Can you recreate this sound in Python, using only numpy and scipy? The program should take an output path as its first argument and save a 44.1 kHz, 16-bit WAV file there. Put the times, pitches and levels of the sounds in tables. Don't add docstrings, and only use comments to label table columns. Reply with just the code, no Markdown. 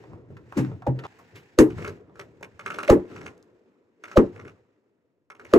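import sys
import numpy as np
from scipy import signal
from scipy.fft import rfft, irfft, next_fast_len
from scipy.io import wavfile
from scipy.ndimage import uniform_filter1d

SR = 44100
rng = np.random.default_rng(int(sys.argv[2]) if len(sys.argv) > 2 else 0)


def transcribe(u):
    v = np.clip(np.atleast_2d(u).T, -1, 1)
    q = np.round(v * 32767).astype(np.int16)
    wavfile.write(sys.argv[1], SR, q)


N = 246078

# t/s, dull rumble level/dB, bright rustle level/dB, deep rumble level/dB
BACKGROUND = [(0, -53, -61, -56), (.25, -54, -78, -61), (.5, -57, -65.5, -55.5), (1.06, -63, -71.5, -45.5),
              (1.08, -58, -60, -62.5), (1.45, -64.5, -63, -73.5), (1.97, -54.5, -81.5, -62.5),
              (2.5, -59, -67.5, -58.5), (3.35, -56.5, -72, -69.5), (3.94, -66.5, -82.5, -83),
              (4.55, -62.5, -75.5, -69.5), (4.8, -69, -83, -86.5), (5.3, -76, -93.5, -80.5),
              (5.58, -66, -46.5, -71)]
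# start t/s, hold/s, then dull, bright and deep level/dB
STIRS = [(0.072, 0.048, -50, -74, -45.5), (0.27, 0.022, -66, -71, -43.5), (0.552, 0.01, -47, -45, -66),
         (0.649, .04, -47.5, -86, -36.5), (.93, 0.27, -45, -64, -55.5), (1.31, 0.032, -54.5, -67, -53),
         (1.622, 0.16, -54.5, -58, -38.5), (1.747, 0.096, -39.5, -51, -40),
         (2.155, 0.017, -55.5, -58.5, -50), (2.625, .22, -46, -52, -59.5), (2.912, 0.068, -43, -63.5, -49),
         (3.066, 0.16, -44.5, -56, -49), (4.03, 0.11, -59, -57.5, -68.5), (4.173, 0.027, -40.5, -57, -47),
         (4.306, .13, -48.5, -62, -51.5), (5.373, .2, -55, -65, -66)]
# f/Hz, level/dB per Hz
RUMBLE_COLOUR = [(12, -55), (20, -19.5), (65, -24.5), (85, 0), (124, -1), (163, -9.5), (295, -3), (329, -4),
                 (439, -2), (555, -18), (608, -16), (728, -19), (1500, -23), (1950, -41), (3300, -120)]
# f/Hz, level/dB per Hz
RUSTLE_COLOUR = [(410, -52), (700, 9.5), (1050, -24.5), (1580, -3), (1890, -8), (2050, -5.5), (3370, -17.5),
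                 (7490, -23), (9730, -41), (12600, -32.5), (16000, -44)]
# f/Hz, level/dB per Hz
FAINT_HISS_COLOUR = [(880, -32), (1500, -2), (3030, -6.5), (9470, -11.5), (12600, -16), (16000, -25)]
# t/s, peak level/dB, centre f/Hz, t60/s, treble level/dB
TAPS = [(.038, -40.5, 830, 0.035, -48), (0.133, -37.5, 790, 0.02, -26), (0.301, -38, 386, 0.091, -32),
        (.367, -41.5, 1590, 0.051, -19), (0.523, -28, 1080, 0.02, -22), (0.648, -32, 1500, 0.014, -25),
        (.715, -38.5, 890, 0.032, -32), (0.821, -34, 890, 0.032, -27), (0.989, -32, 1900, 0.05, -23),
        (1.035, -32, 1180, 0.12, -38), (1.049, -28, 930, 0.069, -45), (1.186, -45, 1060, 0.096, -10),
        (1.353, -39, 2303, 0.17, -8), (2.0956, -45.5, 607, 0.02, -30), (2.4088, -39.5, 463, 0.027, -24),
        (3.378, -55.5, 6580, 0.014, -7), (3.4267, -51, 5980, .01, -14)]
# t/s, level/dB
SLIPS = [(1.7035, -43), (1.7827, -38), (1.8218, -39.5), (1.8462, -30.5), (1.8771, -30), (2.1566, -49.5),
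         (2.1948, -32), (2.4284, -32), (2.5939, -36), (2.6612, -27.5), (2.7032, -30.5), (2.7423, -31.5),
         (2.7865, -27.5), (2.831, -27), (2.878, -23.5), (3.051, -58.5), (3.1154, -50.5), (3.1618, -39),
         (3.2121, -40), (3.2622, -32.5), (4.038, -35), (4.0806, -41), (4.1146, -38.5), (4.36, -47),
         (4.395, -42.5), (4.4503, -49), (4.478, -43.5), (5.3014, -40), (5.3497, -50.5), (5.3964, -44),
         (5.449, -42), (5.515, -47)]
# f/Hz, longest t60/s, level/dB, delay/s
CREAK_LOW = [(420, 0.04, -9, 0.0018), (642, .022, -11, 0.0012)]
CREAK_MID = [(1450, .009, 5.5, 0), (1750, .006, -1, .0008), (2150, .009, 4, .0038), (2600, .007, -1, .0035)]
CREAK_TOP = [(4092, 0.0035, -10.5, 0.0051), (5720, .004, -7.5, 0.0041), (6700, .004, -8.5, 0),
             (8300, .004, -6.5, 0), (12800, .003, -19.5, 0.0056)]
# delay/s, level/dB
CREAK_ECHOES = [(.0068, -14), (0.0153, -7.5), (.023, -17)]
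# t/s, ring level/dB, ring swell/ms, crack level/dB, crack brightness/(dB per octave),
# push level/dB, after-hiss level/dB, hiss rise/ms, first wave level/dB, its lead/ms, its starting f/Hz
KNOCKS = [(0.572, -23.5, 2.5, -46, -1, -36.5, -4, 9.5, -16, 3.6, 354.5),
          (0.866, -30.5, 0.88, -57, -10.5, -35, -13, 2.5, -23, 0.43, 804),
          (1.588, -17, 4.9, -17.5, 0.5, -7, 10, 0.83, 0.5, 0.15, 520.5),
          (2.901, -19.5, 2.1, -10, -3.5, -0.5, 7.5, 1.57, 1.5, 5.46, 599),
          (4.173, -17.5, 2.6, -13.5, -9.5, -5, 1.5, 1.6, -3, 5.6, 592.6),
          (5.5373, -22, 4.3, -9, -8, -24.5, 3.5, 5.9, 3.5, 0.4, 594)]
# f/Hz, level/dB per Hz
AFTER_HISS_COLOUR = [(350, -30), (600, -22), (688, -7), (801, -1.5), (957, -32.5), (1160, -15),
                     (1980, -4.5), (2990, -22.5), (7830, -18.5), (16000, -47.5)]
# f/Hz, t60/s, level/dB
MALLET_MODES = [(1230, 0.013, 11), (1650, 0.013, 0.5), (1980, 0.019, -3.5), (2600, 0.008, 5),
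                (4200, 0.0023, 9.5), (6430, 0.011, 3.5), (8820, 0.0099, 2), (10900, 0.013, -18)]
# f/Hz, longest t60/s, then level/dB in each of the six knocks
FRAME_MODES = [(64.4, 0.1, -15, -3, -9, -14.5, -11.5, 1.5), (85.8, 0.14, -13, -7.5, -25, -17, -28.5, -22.5),
               (130.4, 0.24, 6, 15.5, -6.5, -24, -18, -24), (188.2, 0.13, 6, 6, -3, 0, -6.5, -15),
               (236.4, 0.051, -11.5, 7, 15.5, 10.5, 15, 4.5), (256.8, 0.9, 1.5, -11, -9.5, -4, -17, -10.5),
               (300.7, 0.11, 11, 6.5, 13, 6.5, -6, 5.5), (358.3, 0.53, 0, 1.5, 4, 9.5, 2, -5.5),
               (411, .19, -6, -1.5, -3.5, -12.5, -0.5, -2), (425, 0.14, -9.5, -11, 9.5, 1.5, -5.5, -16.5),
               (496.8, 0.059, -1, 1, 13.5, -9, -0.5, 9.5), (488, .24, -18, -5, -17, -24.5, -14, -31.5),
               (581.3, 0.1, -6.5, 10, 2.5, -10.5, -16.5, -15),
               (676, 0.15, -20, -27, -27.5, -10, -6.5, 12.5), (826, 0.088, -24, 9.5, -34.5, 8.5, -4, -40),
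               (893, 0.027, -6.5, 7, -41, 2.5, -15, 10), (1100, .18, -15, -13, -53.5, -35, -20, -42),
               (1205, .12, -24, -10, -15.5, -13, -23, -52), (1220, .13, -10, -49, -59, -24, -25.5, -23),
               (1680, 0.27, -36, -16, -34, -16.5, -17.5, -24), (1862, 0.086, -32, -28, -27, -20, -24.5, -3)]
# f/Hz, t60/s
SHELTER_T60 = [(100, 0.45), (500, 0.29), (2000, 0.1), (6000, 0.079), (14000, 0.17)]
# f/Hz, likeness (1 = the same)
LIKENESS = [(60, .97), (500, .8), (1200, .4), (5000, .2), (8000, .92), (13000, .7), (15500, .4)]
# f/Hz, left lead before the sudden stop/rad, left lead after it/rad
PORT_PHASE = [(20, .3, -.2), (700, .5, -.45), (1500, 1.5, -1.2), (2400, 2.5, -2.2), (3800, .2, .2),
              (5000, 1.1, 1.1), (6500, .1, .1), (9500, 3.1, 3.1), (13000, 6.3, 6.3), (14200, 6.5, 6.5),
              (16000, 9.4, 9.4)]
# f/Hz, left minus right level/dB
PORT_BALANCE = [(60, -1), (110, -0.5), (200, 3.5), (380, 2), (700, -2), (1290, -0.5), (2380, -2),
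                (4400, 3.5), (8120, 2), (15000, 4)]

BAND_EDGES_HZ = 22 * 2 ** np.arange(0, 9.7, .5)
SUDDEN_STOP_S = 1.068
FAINT_HISS_DB = -100.5
STIR_RISE_DB_PER_S, STIR_FALL_DB_PER_S = 300.5, 154
STIR_RISE_S = .04
SLIP_CHANGE_DB = 1.5
HISS_FOLLOWS = .5
SPREAD_MS = 13
PITCH_AT_CRACK, PITCH_AT_END = .95, .42
LIMIT_DB, RELEASE_DB_PER_S = -.5, 250
CEILING = 1.6
CUTOFF_HZ = 16700


def from_db(db):
    return 10 ** (np.asarray(db) / 20)


def rms_one(x):
    return x / np.sqrt(np.mean(x ** 2) + 1e-20)


def at_hz(points, hz):
    table = np.array(points)
    return np.interp(np.log(hz), np.log(table[:, 0]), table[:, 1])


def smooth(x, hz, order=1):
    return signal.lfilter(*signal.butter(order, hz, fs=SR), x)


def without_bass(x, hz, order=1):
    return signal.lfilter(*signal.butter(order, hz, "high", fs=SR), x)


def band(x, low_hz, high_hz):
    return signal.lfilter(*signal.butter(1, [low_hz, high_hz], "band", fs=SR), x)


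def add(out, s, sound):
    at = round(s * SR)
    stop = round(SUDDEN_STOP_S * SR) if s < SUDDEN_STOP_S else N
    end = min(at + sound.shape[-1], stop)
    out[..., at:end] += sound[..., :end - at]


def drift(rate_hz):
    r = np.exp(-80 * np.pi * rate_hz / SR)
    slow = signal.lfilter([1], [1, -2 * r, r * r], rng.standard_normal(N // 40 + 2002))[2000:]
    return np.interp(np.arange(N) / 40, np.arange(len(slow)), rms_one(slow))


def clicks(seconds, levels_db):
    out = np.zeros(N)
    at = np.round(np.asarray(seconds) * SR).astype(int)
    inside = at < N
    np.add.at(out, at[inside], from_db(levels_db)[inside])
    return out


def ring(struck, hz, t60):
    r, w = from_db(-60 / (t60 * SR)), 2 * np.pi * hz / SR
    return signal.lfilter([0, np.sin(w)], [1, -2 * r * np.cos(w), r * r], struck + 1e-18)


def banded_noise(shape, size, low_hz=20, top_hz=20000):
    out, white = 0, rng.standard_normal((2, 2, size))
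    for k, (low, high) in enumerate(zip(BAND_EDGES_HZ, BAND_EDGES_HZ[1:])):
        hz = np.sqrt(low * high)
        if low_hz < hz < top_hz:
            sos = signal.butter(2, [low, high], "band", fs=SR, output="sos")
            mid, side = signal.sosfilt(sos, white[k % 2])
            alike = at_hz(LIKENESS, hz)
            stereo = np.sqrt(1 + alike) * mid + np.sqrt(1 - alike) * side * [[1], [-1]]
            out = out + shape(hz) * stereo
    return out


def dying(spectrum, stretch, rise_ms=1):
    t = np.arange(SR // 3) / SR

    def fade(hz):
        return from_db(at_hz(spectrum, hz) - 60 * t / (stretch * at_hz(SHELTER_T60, hz)))

    tail = banded_noise(fade, size=len(t))
    tail = tail * (1 - np.exp(-1000 * t / max(rise_ms, .1)))
    return tail / np.sqrt(np.sum(tail ** 2) / 2)


def spread(x, tail):
    out, stop = np.zeros((2, N)), round(SUDDEN_STOP_S * SR)
    add(out, 0, signal.fftconvolve(x[None, :stop], tail, axes=1))
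    add(out, SUDDEN_STOP_S, signal.fftconvolve(x[None, stop:], tail, axes=1))
    return out


def background_and_stirs():
    t, (s, *levels_db) = np.arange(N) / SR, np.transpose(BACKGROUND)
    power = from_db([np.interp(t, s, db) for db in levels_db]) ** 2
    for start, hold, *top_db in STIRS:
        full = start + STIR_RISE_S
        rise_db = STIR_RISE_DB_PER_S * np.maximum(full - t, 0)
        fall_db = STIR_FALL_DB_PER_S * np.maximum(t - full - hold, 0)
        heard = (t < SUDDEN_STOP_S) | (start > SUDDEN_STOP_S)
        power = power + heard * from_db(np.array(top_db)[:, None] - rise_db - fall_db) ** 2
    return np.sqrt(power)


def rustle():
    dull_gain, bright_gain, deep_gain = background_and_stirs()
    together = drift(51)
    deep = banded_noise(lambda hz: from_db(at_hz(RUMBLE_COLOUR, hz) + 2.5 * drift(8)), size=N, top_hz=170)
    dull = banded_noise(lambda hz: from_db(at_hz(RUMBLE_COLOUR, hz) + 2.2 * drift(15)),
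                        size=N, low_hz=170, top_hz=2500)
    bright = banded_noise(lambda hz: from_db(at_hz(RUSTLE_COLOUR, hz) + 0.68 * drift(4) + 1.4 * together),
                          size=N, low_hz=500)
    hiss = banded_noise(lambda hz: from_db(at_hz(FAINT_HISS_COLOUR, hz)), size=N, low_hz=3000)
    out = deep_gain * rms_one(deep) + dull_gain * rms_one(dull) + bright_gain * rms_one(bright)
    return out + from_db(FAINT_HISS_DB) * rms_one(hiss)


def taps():
    out, t = np.zeros(N), np.arange(SR // 5) / SR
    for s, db, hz, t60, treble_db in TAPS:
        attack = np.minimum(t / (0.039 * t60), 1)
        burst = rng.standard_normal(len(t)) * from_db(-60 * t / t60) * attack
        body = smooth(band(burst, hz / 1.4, hz * 1.4), hz)
        treble = band(burst, 2500, 7000)
        sound = rms_one(body) + from_db(treble_db) * rms_one(treble)
        add(out, s, from_db(db) * sound / np.abs(sound).max())
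    return out


def creak():
    s, db = np.transpose(SLIPS)
    grit, direct = rng.standard_normal(N), 0
    modes = CREAK_LOW + CREAK_MID + CREAK_TOP
    changes_db = SLIP_CHANGE_DB * rng.standard_normal((len(s), len(modes)))
    for (hz, t60, mode_db, late), change_db in zip(modes, changes_db.T):
        starts = clicks(s + late, db + mode_db + change_db)
        fade = signal.lfilter([1], [1, -np.exp(-1 / (.002 * SR))], starts + 1e-18)
        tear = starts + .12 * grit * fade
        ringing = ring(tear, hz, min(t60, 16 / hz))
        direct = direct + smooth(ringing, min(1.5 * hz, 18000), order=2)
    out = direct.copy()
    for delay, echo_db in CREAK_ECHOES:
        lag = round(delay * SR)
        out[lag:] += from_db(echo_db) * direct[:-lag]
    return without_bass(out, 250, order=2)


def after_hiss():
    out = np.zeros((2, N))
    for s, _, _, _, tilt_db, _, db, rise_ms, *_ in KNOCKS:
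        colour = []
        for hz, level in AFTER_HISS_COLOUR:
            octaves_up = max(np.log2(hz / MALLET_MODES[0][0]), 0)
            colour.append((hz, level + HISS_FOLLOWS * tilt_db * octaves_up))
        add(out, s, from_db(db) * dying(colour, stretch=1.1, rise_ms=rise_ms))
    return out


def frame_ring():
    out, t = np.zeros(N), np.arange(SR // 2) / SR
    for place, (s, db, swell_ms, *_) in enumerate(KNOCKS):
        for k, (hz, t60, *mode_db) in enumerate(FRAME_MODES):
            late = np.maximum(t - SPREAD_MS / 1000 * (np.sqrt(600 / hz) - .6), 0)
            t60 = min(t60, .03 + 850 / hz ** 1.5)
            swell = 1 - np.exp(-late * 1000 / max(swell_ms, .1))
            gain = from_db(db + mode_db[place] - 60 * late / t60)
            sign = (-1) ** k
            add(out, s, sign * gain * swell * np.sin(2 * np.pi * hz * late))
    return out


def beam_push():
    s, push_db = np.transpose(KNOCKS)[[0, 5]]
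    t = np.arange(SR // 50) / SR
    bump = np.exp(-.5 * ((t - .0085) / .0015) ** 2)
    push = np.convolve(clicks(s, push_db), bump)[:N]
    return without_bass(push, 22)


def mallet_crack():
    s, crack_db, tilt_db = np.transpose(KNOCKS)[[0, 3, 4]]
    out = np.zeros(N)
    for hz, t60, db in MALLET_MODES:
        octaves_up = np.log2(hz / MALLET_MODES[0][0])
        out += ring(clicks(s, crack_db + db + tilt_db * octaves_up), hz, t60)
    return out


def first_wave():
    out, ms = np.zeros(N), np.arange(-SR // 40, SR // 40) * 1000 / SR
    for s, *_, db, lead_ms, start_hz in KNOCKS:
        hz = start_hz * np.interp(ms, [-lead_ms, 0, 8], [1, PITCH_AT_CRACK, PITCH_AT_END])
        since = ms + lead_ms
        fade_in, fade_out = np.clip((since + 10) / 7, 0, 1), np.clip(-(since - 1.2) / 1.2, 0, 1)
        forerunner = .25 * np.clip(lead_ms / 6.5, .25, 1) * fade_in * fade_out
        packet = np.clip(since / 1.2, 0, 1) * np.interp(ms, [-1, 2], [.6, 1])
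        shape = (forerunner + packet) * np.exp(-.5 * (np.maximum(ms - 5, 0) / 2.2) ** 2)
        phase = 2 * np.pi * np.cumsum(hz) / SR
        tone = np.sin(phase - phase[len(ms) // 2])
        grit = rms_one(band(rng.standard_normal(len(ms)), 1000, 3000))
        add(out, s + ms[0] / 1000, from_db(db) * shape * (tone + from_db(-28) * grit))
    return out


def scene():
    slips = creak() + taps()
    knocks = frame_ring() + beam_push() + mallet_crack() + first_wave()
    walls = [(30, -25.5), (300, 5.0), (3000, 0.0), (15000, 0.5)]   # f/Hz, level/dB
    returns = from_db(-13) * spread(knocks, dying(walls, stretch=.5, rise_ms=18))
    returns += from_db(-7.5) * spread(slips, dying(walls, stretch=.7, rise_ms=6))
    return rustle() + after_hiss() + returns + slips + knocks


def record(dry):
    size = next_fast_len(N + 4096)
    hz = np.maximum(np.arange(size // 2 + 1) * SR / size, 1)
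    table_hz, *phases = np.transpose(PORT_PHASE)
    spectrum, versions = rfft(dry, size), []
    for phase in phases:
        half = from_db(at_hz(PORT_BALANCE, hz) / 2) * np.exp(.5j * np.interp(hz, table_hz, phase))
        versions.append(irfft(spectrum * [half, 1 / half], size)[:, :N])
    early, late = versions
    ports = np.where(np.arange(N) < SUDDEN_STOP_S * SR, early, late)

    loudest = np.abs(ports).max(axis=0)
    over_db = np.maximum(20 * np.log10(loudest + 1e-9) - LIMIT_DB, 0)
    ramp = RELEASE_DB_PER_S * np.arange(N) / SR
    held_db = np.maximum.accumulate(over_db + ramp) - ramp
    held_db = uniform_filter1d(held_db, size=44, origin=-21)
    limited = CEILING * np.tanh(ports * from_db(-held_db) / CEILING)
    return signal.sosfilt(signal.cheby2(20, 80, CUTOFF_HZ, fs=SR, output="sos"), limited)


dry = scene()
out = record(dry)
transcribe(out)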